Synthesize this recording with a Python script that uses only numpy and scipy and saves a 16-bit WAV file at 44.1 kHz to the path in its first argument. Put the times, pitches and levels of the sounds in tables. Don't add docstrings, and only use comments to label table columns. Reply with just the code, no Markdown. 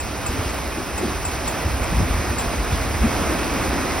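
import sys
import numpy as np
from scipy import signal
from scipy.fft import rfft, irfft
from scipy.io import wavfile

SR = 44100
rng = np.random.default_rng(int(sys.argv[2]) if len(sys.argv) > 2 else 0)


def generate_wav(signal):
    frames = np.transpose(np.atleast_2d(signal))
    scaled = np.clip(frames, -1, 1) * 32767
    pcm = np.round(scaled).astype(np.int16)
    wavfile.write(sys.argv[1], SR, pcm)


N = 176400


def undb(db):
    return 10 ** (np.asarray(db) / 20)


def unit(x):
    return x / np.sqrt(np.mean(x ** 2))


def curve(rows):
    return np.interp(np.arange(N) / SR, *np.array(rows).T)


def swell(centre_s, sigma_s):
    return np.exp(-((np.arange(N) / SR - centre_s) / sigma_s) ** 2 / 2)


def fade(t, t60):
    return np.exp(-np.log(1000) * t / t60)


def freqs():
    return np.maximum(np.arange(N // 2 + 1) * SR / N, 1)


def over_hz(rows):
    hz, *columns = np.array(rows).T
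    return [np.interp(np.log(freqs()), np.log(hz), column) for column in columns]


def wander(rate_hz):
    return unit(irfft(rfft(rng.standard_normal(N)) / (1 + (freqs() / rate_hz) ** 2) ** 2, N))


def resonate(x, hz, width_hz):
    f = freqs()
    return irfft(rfft(x) / (1 + 1j * (f / hz - hz / f) * hz / width_hz) ** 2, N)


def deep_noise(hz, width_hz, side_db):
    mid, side = (unit(resonate(rng.standard_normal(N), hz, width_hz)) for _ in range(2))
    return mid + undb(side_db) * side * np.array([[1], [-1]])


def add(out, start_s, sound):
    i = max(int(start_s * SR), 0)
    part = sound[..., :max(N - i, 0)]
    out[..., i:i + part.shape[-1]] += part


def echoes(x, t60):
    tail = rng.standard_normal(SR // 2) * fade(np.arange(SR // 2) / SR, t60)
    return signal.fftconvolve(x, tail / np.sqrt(np.sum(tail ** 2)))[:len(x)]


def air_ring(hz, cycles, glide):
    life_s = cycles / hz
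    t = np.arange(int(life_s * SR) + 2) / SR
    return np.sin(2 * np.pi * hz * t * (1 + glide * t / life_s / 2)) * fade(t, life_s)


def rush(flow_db, foam_db):
    # f/Hz, level/dB per Hz
    spectrum = [(20, -76), (32, -57), (60, -57), (130, -56.5), (180, -58.5), (290, -54), (420, -59),
                (700, -58.1), (1200, -60.7), (1700, -64.4), (2500, -64.4), (2950, -71.8), (4300, -74),
                (5500, -71.3), (7200, -75.8), (9800, -76.5), (12000, -80.2), (15500, -82.6)]
    foam_above_hz, surge_depth_db, flicker_depth_db = 2400, 0.41, 0.82
    noise = rfft(rng.standard_normal((2, N))) * undb(over_hz(spectrum)[0]) * np.sqrt(SR / 2)
    surge_db = surge_depth_db * wander(rate_hz=14)
    octave, out = np.log2(freqs()), 0
    for centre in np.arange(4, 14.6, .5):
        band = irfft(noise * np.clip(1 - 2 * abs(octave - centre), 0, 1), N)
        ride_db = foam_db if 2 ** centre > foam_above_hz else flow_db
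        flicker_db = flicker_depth_db * wander(rate_hz=25)
        out = out + band * undb(ride_db + surge_db + flicker_db)
    return out


def spray():
    ticks_per_s, spread_db = 900, 5
    bursts = rng.random(N) < ticks_per_s / SR
    ticks = bursts * undb(spread_db * np.minimum(rng.exponential(size=N), 5))
    decay = fade(np.arange(SR // 10) / SR, t60=.012)
    power = signal.fftconvolve(ticks ** 2, decay ** 2)[:N]
    fizz = np.sqrt(abs(power)) * rng.standard_normal(N)
    return undb(-45.5) * unit(resonate(fizz, hz=6500, width_hz=13000))


def bubbles():
    bubbles_per_s, low_hz, high_hz, spread_db = 280, 262, 2180, 3.4
    out = np.zeros(N)
    for when, pitch, strength in rng.random((int(bubbles_per_s * N / SR), 3)):
        hz = low_hz * (high_hz / low_hz) ** pitch
        db = -45 + spread_db * min(-np.log(1 - strength), 5)
        add(out, when * N / SR, undb(db) * air_ring(hz, cycles=26, glide=.12))
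    return out + undb(-4) * echoes(out, t60=.32)


def rumble():
    # t/s, level/dB
    levels = [(0, -29), (.15, -33.5), (.35, -29.5), (.7, -35), (1.0, -30), (1.3, -31), (1.58, -34.5),
              (2.0, -24), (2.4, -30), (2.9, -26), (3.3, -29), (4, -31.5)]
    return deep_noise(hz=63, width_hz=43, side_db=-13) * undb(curve(levels))


def pawl():
    # t/s, level/dB
    clinks = [(0, -25), (.262, -21), (.494, -32.5), (.977, -24), (1.249, -21.5), (1.476, -19.8),
              (1.836, -30), (2.382, -21)]
    # f/Hz, relative level/dB, t60/s
    modes = [(2600, -8.5, .12), (4700, -15, .06), (7130, -15, .07), (7450, 2.7, .125), (9720, -12, .1),
             (14860, -23, .2)]
    attack_s, right_lag_s = .0011, .000065
    t, out = np.arange(SR // 2) / SR, np.zeros(N)
    for start, db in clinks:
        detune = 1 + .002 * rng.standard_normal()
        ring = sum(undb(mode_db) * np.sin(2 * np.pi * hz * detune * t) * fade(t, t60)
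                   for hz, mode_db, t60 in modes)
        ring *= 1 - np.exp(-t / attack_s)
        add(out, start, undb(db) * (ring + undb(-11) * echoes(ring, t60=.25)))
    delay = np.exp(-2j * np.pi * freqs() * np.array([[0], [right_lag_s]]))
    return irfft(rfft(out) * delay, N)


def thumps():
    # t/s, peak level/dB, starting f/Hz
    pockets = [(.285, -18.5, 62.5), (.385, -15, 105), (.455, -20, 76), (1.225, -25, 66), (1.265, -22, 78),
               (1.648, -14, 96), (1.735, -16, 76), (1.805, -26, 80), (1.935, -17, 70), (1.972, -14, 72),
               (2.012, -13.5, 108), (2.095, -15, 72), (2.135, -18, 76), (2.185, -16, 98),
               (2.298, -17.5, 95), (2.465, -17, 67.6), (2.59, -15, 70), (2.719, -13.5, 92),
               (2.805, -21, 72), (2.865, -19, 74.5), (2.94, -14.5, 104.5), (3.005, -12, 72),
               (3.055, -13, 80)]
    attack_s, out = .011, np.zeros(N)
    for start, db, hz in pockets:
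        ring = air_ring(hz, cycles=6.8, glide=-.68)
        t = np.arange(len(ring)) / SR
        ring *= 1 - np.exp(-(t / attack_s) ** 2)
        add(out, start, undb(db) * ring / abs(ring).max())
    return out


def gulps():
    # centre t/s, swell sigma/s, level/dB before the low-pass, f/Hz
    clouds = [(.38, .09, -35, 280), (0.795, .012, -25.5, 310), (1.036, 0.023, -22.5, 285),
              (1.09, .018, -27.5, 290), (1.679, .025, -32, 140), (1.921, 0.019, -25, 189.6),
              (1.997, .042, -24.5, 160), (2.35, 0.21, -36, 232), (2.738, 0.016, -27, 177.6),
              (3.048, .02, -19, 200), (3.154, 0.12, -31, 235), (3.653, 0.35, -29.5, 280)]
    lowpass_hz = 436
    t, out = np.arange(N) / SR, 0
    for centre, sigma, db, hz in clouds:
        cloud = deep_noise(hz, width_hz=.94 * hz, side_db=-10.5) * swell(centre, sigma)
        biggest = np.sin(2 * np.pi * (hz * t + rng.random())) * swell(centre, sigma_s=.0077)
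        out = out + undb(db) * (cloud + undb(-3) * biggest)
    return signal.sosfilt(signal.butter(4, lowpass_hz, fs=SR, output="sos"), out)


def splashes():
    # centre t/s, level/dB
    crests = [(.44, -36.5), (1.06, -36), (1.335, -37), (1.48, -37), (2.41, -35), (2.74, -35)]
    envelope = sum(undb(db) * swell(centre, sigma_s=.028) for centre, db in crests)
    return envelope * unit(resonate(rng.standard_normal(N), hz=2590, width_hz=6500))


def ports(direct, diffuse):
    # f/Hz, left lag/rad, left minus right level/dB, likeness of the sides (0-1)
    image = [(60, 0.5, 1, 1), (159, 0.75, -0.5, 0.8), (300, 0.25, 1, 0.91), (530, 0.66, -3.5, 0.85),
             (700, 0.5, -3, 0.94), (910, 1, -4.5, 0.87), (1220, 0.16, -3, .96), (1930, 0, -0.3, 1),
             (2410, -0.7, 0, 1), (3120, 0.15, -5, 0.7), (4350, -1.1, -3.5, 0.6), (4880, 0, -1, 1),
             (6050, -1.57, 1, 0.94), (6780, -3, -0.5, 1), (7960, -3, -0.5, 1), (8600, -4.5, 2.5, 0.6),
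             (9900, -6.5, -1, .99), (11260, -6, -0.5, 0.9), (12660, -9, 0.5, .98), (14200, -9.5, 0, .98),
             (15300, -11, 0, 0.8)]
    lag, balance_db, likeness = over_hz(image)
    likeness, sign = np.clip(likeness, 0, 1), np.array([[1], [-1]])
    mid = rfft(direct) * np.sqrt((1 + likeness) / 2)
    side = rfft(diffuse) * np.sqrt((1 - likeness) / 2)
    panned = (mid + sign * side) * undb(sign * balance_db / 2)
    return irfft(panned * np.exp(-.5j * sign * lag), N)


def scene():
    # t/s, relative level/dB
    inflow = [(0, -4.5), (.17, -3.5), (.35, -0.5), (.5, -0.9), (.63, -2.5), (.92, -3), (1.04, -1.3),
              (1.2, -2), (1.5, -.8), (1.72, -0.2), (1.87, -.4), (2.2, 0.25), (2.58, -.5), (2.95, 0.05),
              (3.15, 2), (3.43, 2), (3.62, 2.5), (4, 1.5)]
    flow_db = curve(inflow)
    foam_db = .74 * flow_db
    direct, diffuse = rush(flow_db, foam_db)
    gates = rumble() + thumps() + gulps() + pawl()
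    surface = spray() * undb(foam_db) + bubbles() * undb(flow_db) + splashes()
    return ports(direct + surface, diffuse) + gates


def record(dry):
    top_hz = 15750
    return signal.sosfilt(signal.ellip(10, .2, 80, top_hz, fs=SR, output="sos"), dry)


dry = scene()
out = record(dry)
generate_wav(out)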